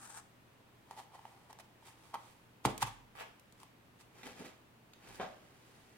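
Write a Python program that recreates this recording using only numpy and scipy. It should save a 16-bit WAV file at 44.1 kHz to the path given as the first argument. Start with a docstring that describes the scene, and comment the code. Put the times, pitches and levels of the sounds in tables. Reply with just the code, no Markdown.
"""A thin plastic lid is pressed onto a deli cup: it skims into place, rubs, ticks and pops, snaps into
its groove, zips shut along the rim and creaks. Then the cup is slid, lifted and knocked by the fingers.
Wood shavings jump inside at the loudest snap and the hardest knock. Heard close up in stereo, the lid
facing the microphone, on a wooden table in a small room with a faint mains hum."""
import sys
import numpy as np
from scipy import signal
from scipy.fft import rfft, irfft, next_fast_len
from scipy.io import wavfile

SR = 44100
rng = np.random.default_rng(int(sys.argv[2]) if len(sys.argv) > 2 else 0)


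def output_pcm(signal):
    """Save a mono or channel-first signal as 16-bit PCM at the path in sys.argv[1].

    Samples are clipped to [-1, 1] before scaling.
    """
    pcm = np.clip(np.atleast_2d(signal).T, -1, 1) * 32767
    wavfile.write(sys.argv[1], SR, np.round(pcm).astype(np.int16))


N = 263277
TIME = np.arange(N) / SR
SHORT = TIME[:SR // 2]

# Modes of the lid. Each row: frequency in Hz before tuning, relative level in dB, ring time factor.
LID_MODES = [(904, -0.5, 0.89), (1144, -21, 1.2), (1330, -34, 2.1), (1770, -12.5, 0.52), (2956, -20, 1.1),
             (3660, -20, 0.27)]
# Crack and hiss of thin plastic. Each row: frequency in Hz, relative level in dB.
PLASTIC_SPECTRUM = [(300, -7), (1000, -3), (1700, 5.5), (2400, 3.5), (3500, 3), (4400, 1.5), (5400, 0.5),
                    (7200, 0), (9200, 2), (11500, -4.5), (15500, -11)]


def amp(db):
    """Decibels to gain."""
    return 10 ** (np.asarray(db) / 20)


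def unit_power(x):
    """Scale to an RMS of one."""
    return x / np.sqrt(np.mean(x ** 2) + 1e-20)


def at_hz(points, hz, column=1):
    """Read a table on a log-frequency axis."""
    points = np.array(points)
    return np.interp(np.log(hz + 1), np.log(points[:, 0]), points[:, column])


def add(out, s, sound):
    """Mix a sound in at s seconds."""
    start = round(s * SR)
    sound = sound[..., max(-start, 0):N - start]
    out[:, max(start, 0):max(start, 0) + sound.shape[-1]] += sound


def colour(x, spectrum):
    """Minimum-phase filter with the given spectrum and unit power gain."""
    size = 2 * next_fast_len(x.shape[-1])
    gain = unit_power(amp(at_hz(spectrum, np.arange(size // 2 + 1) * SR / size)))
    cepstrum = irfft(np.log(gain))
    cepstrum[1:size // 2] *= 2
    cepstrum[size // 2 + 1:] = 0
    return irfft(rfft(x, size) * np.exp(rfft(cepstrum)))[..., :x.shape[-1]]


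def stereo(two, alike):
    """Two unrelated signals become left and right with the given correlation."""
    mid = np.sqrt(1 + alike) * two[0]
    side = np.sqrt(1 - alike) * two[1]
    return np.array([mid + side, mid - side]) / np.sqrt(2)


def pan(left_db):
    """Channel gains that put the left left_db above the right."""
    return amp(left_db * np.array([[.5], [-.5]]))


def diffuse(size):
    """Noise reaching the microphone from all sides: alike in both channels only in the lows."""
    # Each row: frequency in Hz, left-right correlation.
    likeness = [(60, 0.71), (200, 0.85), (500, 0.49), (1000, 0), (3000, 0), (15000, 0.095)]
    white = rfft(rng.standard_normal((2, size)))
    hz = np.arange(white.shape[1]) * SR / size
    return irfft(stereo(white, at_hz(likeness, hz)), size)


def ringing(modes, hz, ring_s):
    """A shell after one blow: each mode swells and dies; all are tuned so that the first lies at hz."""
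    wave = 0
    for mode_hz, db, ring_factor in modes:
        age = SHORT / (ring_s * ring_factor)
        tuned_hz = mode_hz * hz / modes[0][0]
        wave -= amp(db) * age * np.exp(1 - age) * np.sin(2 * np.pi * tuned_hz * SHORT)
    return wave


def burst(spectrum, decay_s, alike):
    """One sudden slip: coloured noise that dies at once."""
    noise = stereo(rng.standard_normal((2, len(SHORT))), alike)
    return colour(noise * np.exp(-SHORT / decay_s), spectrum)


def grains(per_s, spread_db, size):
    """Two channels of tiny slips of uneven strength at random moments."""
    slipping = rng.random(size) < per_s / SR
    strength = slipping * amp(spread_db * np.minimum(rng.exponential(1, size), 3))
    return unit_power(strength * rng.standard_normal((2, size)))


def swell(length_s, rise_share, late_s=0):
    """One second of contact force, peaking late_s after the middle."""
    t = TIME[:SR] - .5 - late_s
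    width_s = length_s * np.where(t < 0, rise_share, 1 - rise_share)
    return np.exp(-np.abs(t / width_s) ** 1.015)


def strokes(rows, rise_share):
    """Contact force of a run of swells; their powers add."""
    power = np.zeros((1, N))
    for peak_s, length_s, db in rows:
        add(power, peak_s - .5, (amp(db) * swell(length_s, rise_share)) ** 2)
    return np.sqrt(power)


def friction(force, spectrum, per_s, spread_db, alike):
    """Dry friction: a stream of tiny slips under a changing force."""
    return colour(stereo(grains(per_s, spread_db, size=N), alike) * force, spectrum)


def mic_balance(x):
    """The stereo microphone's colour and position tip each part of the spectrum slightly left or right."""
    # Each row: frequency in Hz, left minus right in dB.
    balance = [(250, -1.5), (500, -2.5), (720, 0.5), (1100, 0), (4500, -1.5), (8000, -1), (13000, 0.5)]
    size = 2 * next_fast_len(N // 2 + 2048)
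    left_db = at_hz(balance, np.arange(size // 2 + 1) * SR / size)
    return irfft(rfft(x, size) * pan(left_db))[:, :N]


def room_tone(air_db=-64):
    """Air all around the microphone, and mains hum in the centre."""
    # Each row: frequency in Hz, relative level in dB.
    air_spectrum = [(25, -17), (60, -13.5), (85, -8), (125, -8), (190, -7.5), (350, -10.5), (580, -14.5),
                    (950, -14.5), (1400, -18), (2800, -21.5), (5500, -31.5), (10000, -34), (15800, -34)]
    # Each row: frequency in Hz, RMS level in dB.
    hum_tones = [(120, -73)]
    hum = sum(amp(db) * np.sqrt(2) * np.sin(2 * np.pi * hz * TIME) for hz, db in hum_tones)
    return amp(air_db) * unit_power(colour(diffuse(size=N), air_spectrum)) + hum


def room_echo(x, build_s=0.0017, near_db=11.0, near_s=0.0029):
    """Early echoes off table and hands, then the small room's diffuse tail."""
    # Each row: frequency in Hz, seconds to fall 60 dB, relative level in dB.
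    decays = [(90.5, 0.61, -17.5), (344, 0.49, -1), (1010, 0.46, 0), (2520, 0.37, 2), (3900, 0.77, 0.5),
              (7850, 0.15, -5), (15000, 0.58, -6.5)]
    edges = np.geomspace(30, 16000, num=10)
    noise = diffuse(size=SR)
    t, tail = TIME[:SR], 0
    for low, high in zip(edges, edges[1:]):
        hz = np.sqrt(low * high)
        band = signal.sosfiltfilt(signal.butter(2, [low, high], "band", fs=SR, output="sos"), noise)
        tail += band * amp(at_hz(decays, hz, column=2) - 60 * t / at_hz(decays, hz))
    tail *= 1 - np.exp(-(t / build_s) ** 2)
    tail *= 1 + amp(near_db) * np.exp(-t / near_s)
    return signal.fftconvolve(x, unit_power(tail) / np.sqrt(SR), axes=1)[:, :N]


def table_thumps():
    """Snaps thump the table top through the cup; a softer push reaches only its low modes."""
    # Each row: frequency in Hz, relative level in dB, seconds to fall 60 dB.
    modes = [(42, -20.5, 1), (71.5, -18, 0.19), (108.4, -8, 0.32), (134, -4, 0.14), (199, -3.5, 0.097),
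             (286, 4.5, 0.037), (357, -3, 0.064), (430.6, -6.5, 0.15), (715, -15, 0.038)]
    # Each row: start in seconds, gain in dB, low-pass edge in Hz.
    pushes = [(2.6526, -29, 890), (2.6660, -38, 260), (2.8247, -33.5, 137), (5.077, -44, 55)]
    out, top = np.zeros((2, N)), 0
    for k, (hz, db, t60) in enumerate(modes):
        top += (-1) ** k * amp(db - 60 * SHORT / t60) * np.sin(2 * np.pi * hz * SHORT)
    for s, db, edge_hz in pushes:
        add(out, s, amp(db) * signal.sosfilt(signal.butter(2, edge_hz, fs=SR, output="sos"), top))
    return out


def cup_slides():
    """The cup scrapes over the table and through the fingers."""
    # Each row: peak time in seconds, length in seconds, relative level in dB.
    slides = [(4.190, 0.12, -56), (4.266, 0.073, -47.5), (4.40, 0.096, -50.5), (4.458, .045, -49),
              (5.085, 0.17, -54.5), (5.5, 3.3, -66.5)]
    # Each row: frequency in Hz, relative level in dB.
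    spectrum = [(100, -4), (200, 7), (400, 5.5), (700, 3.5), (1300, -1), (2100, -1), (3400, -6), (5000, -8),
                (9500, -10.5), (15500, -25)]
    return friction(strokes(slides, rise_share=0.33), spectrum, per_s=4000, spread_db=3.0, alike=0.7)


def shavings():
    """Wood shavings jump and rustle in the jolted cup."""
    # Each row: peak time in seconds, length in seconds, level in dB.
    jolts = [(2.668, 0.027, -37), (5.214, 0.046, -39.5)]
    # Each row: frequency in Hz, relative level in dB.
    spectrum = [(120, -10.5), (210, 2.5), (320, -11.5), (450, -1), (600, 5), (780, 0), (1100, -6.5),
                (1700, -10), (2500, -15.5), (4500, -20), (9000, -30.5), (15500, -44)]
    return friction(strokes(jolts, rise_share=0.22), spectrum, per_s=6000, spread_db=2.5, alike=0.82)


def cup_knocks(ring_cycles=0.58, rebound_cycles=2.9, loss_db=6.2, pitch_ratio=1.1, ring_ratio=1.7):
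    """Fingers and table ring the hollow cup; each blow rebounds twice, weaker, higher and less damped."""
    # The filled cup. Each row: frequency in Hz before tuning, relative level in dB, ring time factor.
    modes = [(568, -0.5, 0.61), (237, -19, 3.1), (1022, -10, 1.9), (1430, -8, 0.39), (2270, -18, 1.3),
             (3220, -15.5, 0.42)]
    # Each row: start in seconds, level in dB, pitch in Hz.
    blows = [(4.2320, -39, 1940), (4.4040, -39.5, 230), (4.935, -43, 3500), (5.1984, -28, 548)]
    out = np.zeros((2, N))
    for s, db, hz in blows:
        for k in range(3):
            # A lower blow rebounds more slowly and rings longer.
            late_s = rebound_cycles / hz * k * (k + 1) / 2
            ring_s = ring_cycles / hz * ring_ratio ** k
            add(out, s + late_s, amp(db - loss_db * k) * ringing(modes, hz * pitch_ratio ** k, ring_s))
    return signal.sosfilt(signal.butter(2, 130, "high", fs=SR, output="sos"), out)


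def lid_skim():
    """The loose lid skims into place, a little left of the microphone."""
    # Each row: time in seconds, relative contact force in dB.
    contact = [(0.0, -59), (0.062, -53.5), (0.09, -60), (0.102, -51.5), (0.13, -57.5), (0.166, -53),
               (0.174, -48), (0.205, -60)]
    # Each row: frequency in Hz, relative level in dB.
    spectrum = [(200, -19), (550, -11), (800, -0.5), (1150, 0.5), (1600, -2.5), (2200, -11.5), (4500, -13),
                (6000, -8), (7400, -6), (8700, 0), (10000, -10), (11500, -16.5), (15500, -26)]
    force = amp(1 + np.interp(TIME, *np.transpose(contact), right=-np.inf))
    return friction(force, spectrum, per_s=3800, spread_db=1.2, alike=0.44) * pan(left_db=2.5)


def rim_creak(jitter=0.04):
    """Stick and slip, quickening as the rim gives way."""
    # Each row: time in seconds, slips per second, relative level in dB.
    course = [(3.153, 123, -46.5), (3.168, 155, -47.5), (3.199, 175, -40), (3.219, 280, -41.5),
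              (3.229, 410, -48)]
    times, rates, levels = np.transpose(course)
    out = np.zeros((2, N))
    s = times[0]
    # One slip. Each row: frequency in Hz, relative level in dB.
    spectrum = [(200, -6), (600, 6), (1100, 6), (2700, 0.5), (4200, -7.5), (6500, -10.5), (10000, -11),
                (15500, -17)]
    while s < times[-1]:
        add(out, s, amp(np.interp(s, times, levels)) * burst(spectrum, decay_s=0.00065, alike=0.21))
        s += np.exp(jitter * rng.standard_normal()) / np.interp(s, times, rates)
    return out


def lid_hz(s):
    """The lid tightens as it is stretched over the rim, and its pitch rises."""
    # Each row: time in seconds, lowest mode in Hz.
    pitches = [(1.5, 896), (2.15, 963), (2.83, 1008)]
    return np.interp(s, *np.transpose(pitches))


def rim_rubs(rise_share=0.46, settle_db=-19.5):
    """Dense slips of rim on rim hiss and ring the lid; after each rub the rim creeps a little further."""
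    # Each row: peak time in seconds, length in seconds, body level in dB, hiss level in dB.
    rubs = [(0.918, 0.056, -58.5, -65), (0.989, 0.038, -49.5, -54.5), (1.15, 0.032, -53, -62.5),
            (1.28, 0.35, -65, -69.5), (1.505, 0.015, -53.5, -59.5), (1.602, 0.012, -53, -53.5),
            (1.876, 0.057, -61, -57.5), (2.05, 0.24, -70, -67), (2.149, 0.018, -43.5, -58),
            (2.256, 0.2, -68.5, -65.5), (2.658, 0.01, -38.5, -32.5), (2.823, 0.02, -48, -38),
            (2.8291, 0.0061, -28.5, -30.5), (3.62, 0.075, -67.5, -64.5), (4.01, 0.027, -67.5, -59),
            (5.154, 0.058, -74, -58.5), (5.751, 0.44, -91, -71)]
    out = np.zeros((2, N))
    settle = amp(settle_db) * swell(0.028, rise_share, late_s=0.044)
    for peak_s, length_s, body_db, hiss_db in rubs:
        slips = grains(per_s=6000, spread_db=0.5, size=SR)
        force = swell(length_s, rise_share) + settle
        ring = ringing(LID_MODES, lid_hz(peak_s), ring_s=0.00067)
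        body = signal.fftconvolve(slips[0], ring)[:SR] * force
        body = unit_power(body) * np.sqrt(np.mean(force ** 2))
        hiss = colour(stereo(slips, alike=0.11) * force, PLASTIC_SPECTRUM)
        add(out, peak_s - .5, amp(body_db) * body + amp(hiss_db) * hiss)
    return out


def lid_pops(full_scale_ring_s=0.00046, ring_growth=0.19):
    """The lid buckles: a crack at the rim and a few cycles of drum-like modes, fewer if pushed harder."""
    # Each row: start in seconds, pop level in dB, crack level in dB before its low cut.
    pops = [(0.9100, -36.5, -48.5), (0.9750, -42.5, -59), (0.9926, -41, -56), (0.9995, -42, -74),
            (1.1915, -45, -66), (1.2528, -39.5, -58), (1.5005, -50, -72), (1.5287, -47, -48),
            (1.5880, -46, -52), (1.8254, -54, -72), (2.1415, -29, -44.5), (2.1458, -32, -45.5),
            (2.1543, -30, -59), (2.6517, -14, -30.5), (2.7784, -58, -32.5), (2.8252, -24.5, -31),
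            (2.8275, -24, -32), (3.3965, -72, -51), (3.5242, -64, -51.5), (3.601, -57, -53),
            (3.6315, -46.5, -50.5), (5.0873, -56, -51.5)]
    out = np.zeros((2, N))
    for s, pop_db, crack_db in pops:
        crack = burst(PLASTIC_SPECTRUM, decay_s=0.0024, alike=0.25)
        # The less a crack moves the lid, the thinner it sounds.
        low_cut_hz = min(2180 * amp(crack_db - pop_db), 6500)
        crack = signal.lfilter(*signal.butter(1, low_cut_hz, "high", fs=SR), crack)
        ring_s = full_scale_ring_s * amp(-ring_growth * pop_db)
        add(out, s, amp(pop_db) * ringing(LID_MODES, lid_hz(s), ring_s) + amp(crack_db) * crack)
    return out


def scene():
    """The lid faces the microphone; the cup's sides and foot are heard more by way of the room."""
    skim = lid_skim()
    lid = lid_pops() + rim_rubs()
    foot = cup_slides()
    cup = cup_knocks() + shavings()
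    rim = rim_creak()
    table = table_thumps()
    direct = skim + lid + amp(2.0) * rim + cup + amp(-1.5) * foot + table
    direct[0] = np.roll(direct[0], shift=-3)   # the cup is a little to the left: that side arrives first
    into_room = (amp(-10.0) * skim + amp(-10.5) * lid + amp(1.0) * rim
                 + amp(-6.0) * cup + amp(-8.5) * foot + amp(-4.5) * table)
    return mic_balance(direct + room_echo(into_room)) + room_tone()


def record(dry):
    """A steep cut above 15.9 kHz."""
    return signal.sosfilt(signal.ellip(10, .1, 70, 15900, fs=SR, output="sos"), dry)


dry = scene()
out = record(dry)
output_pcm(out)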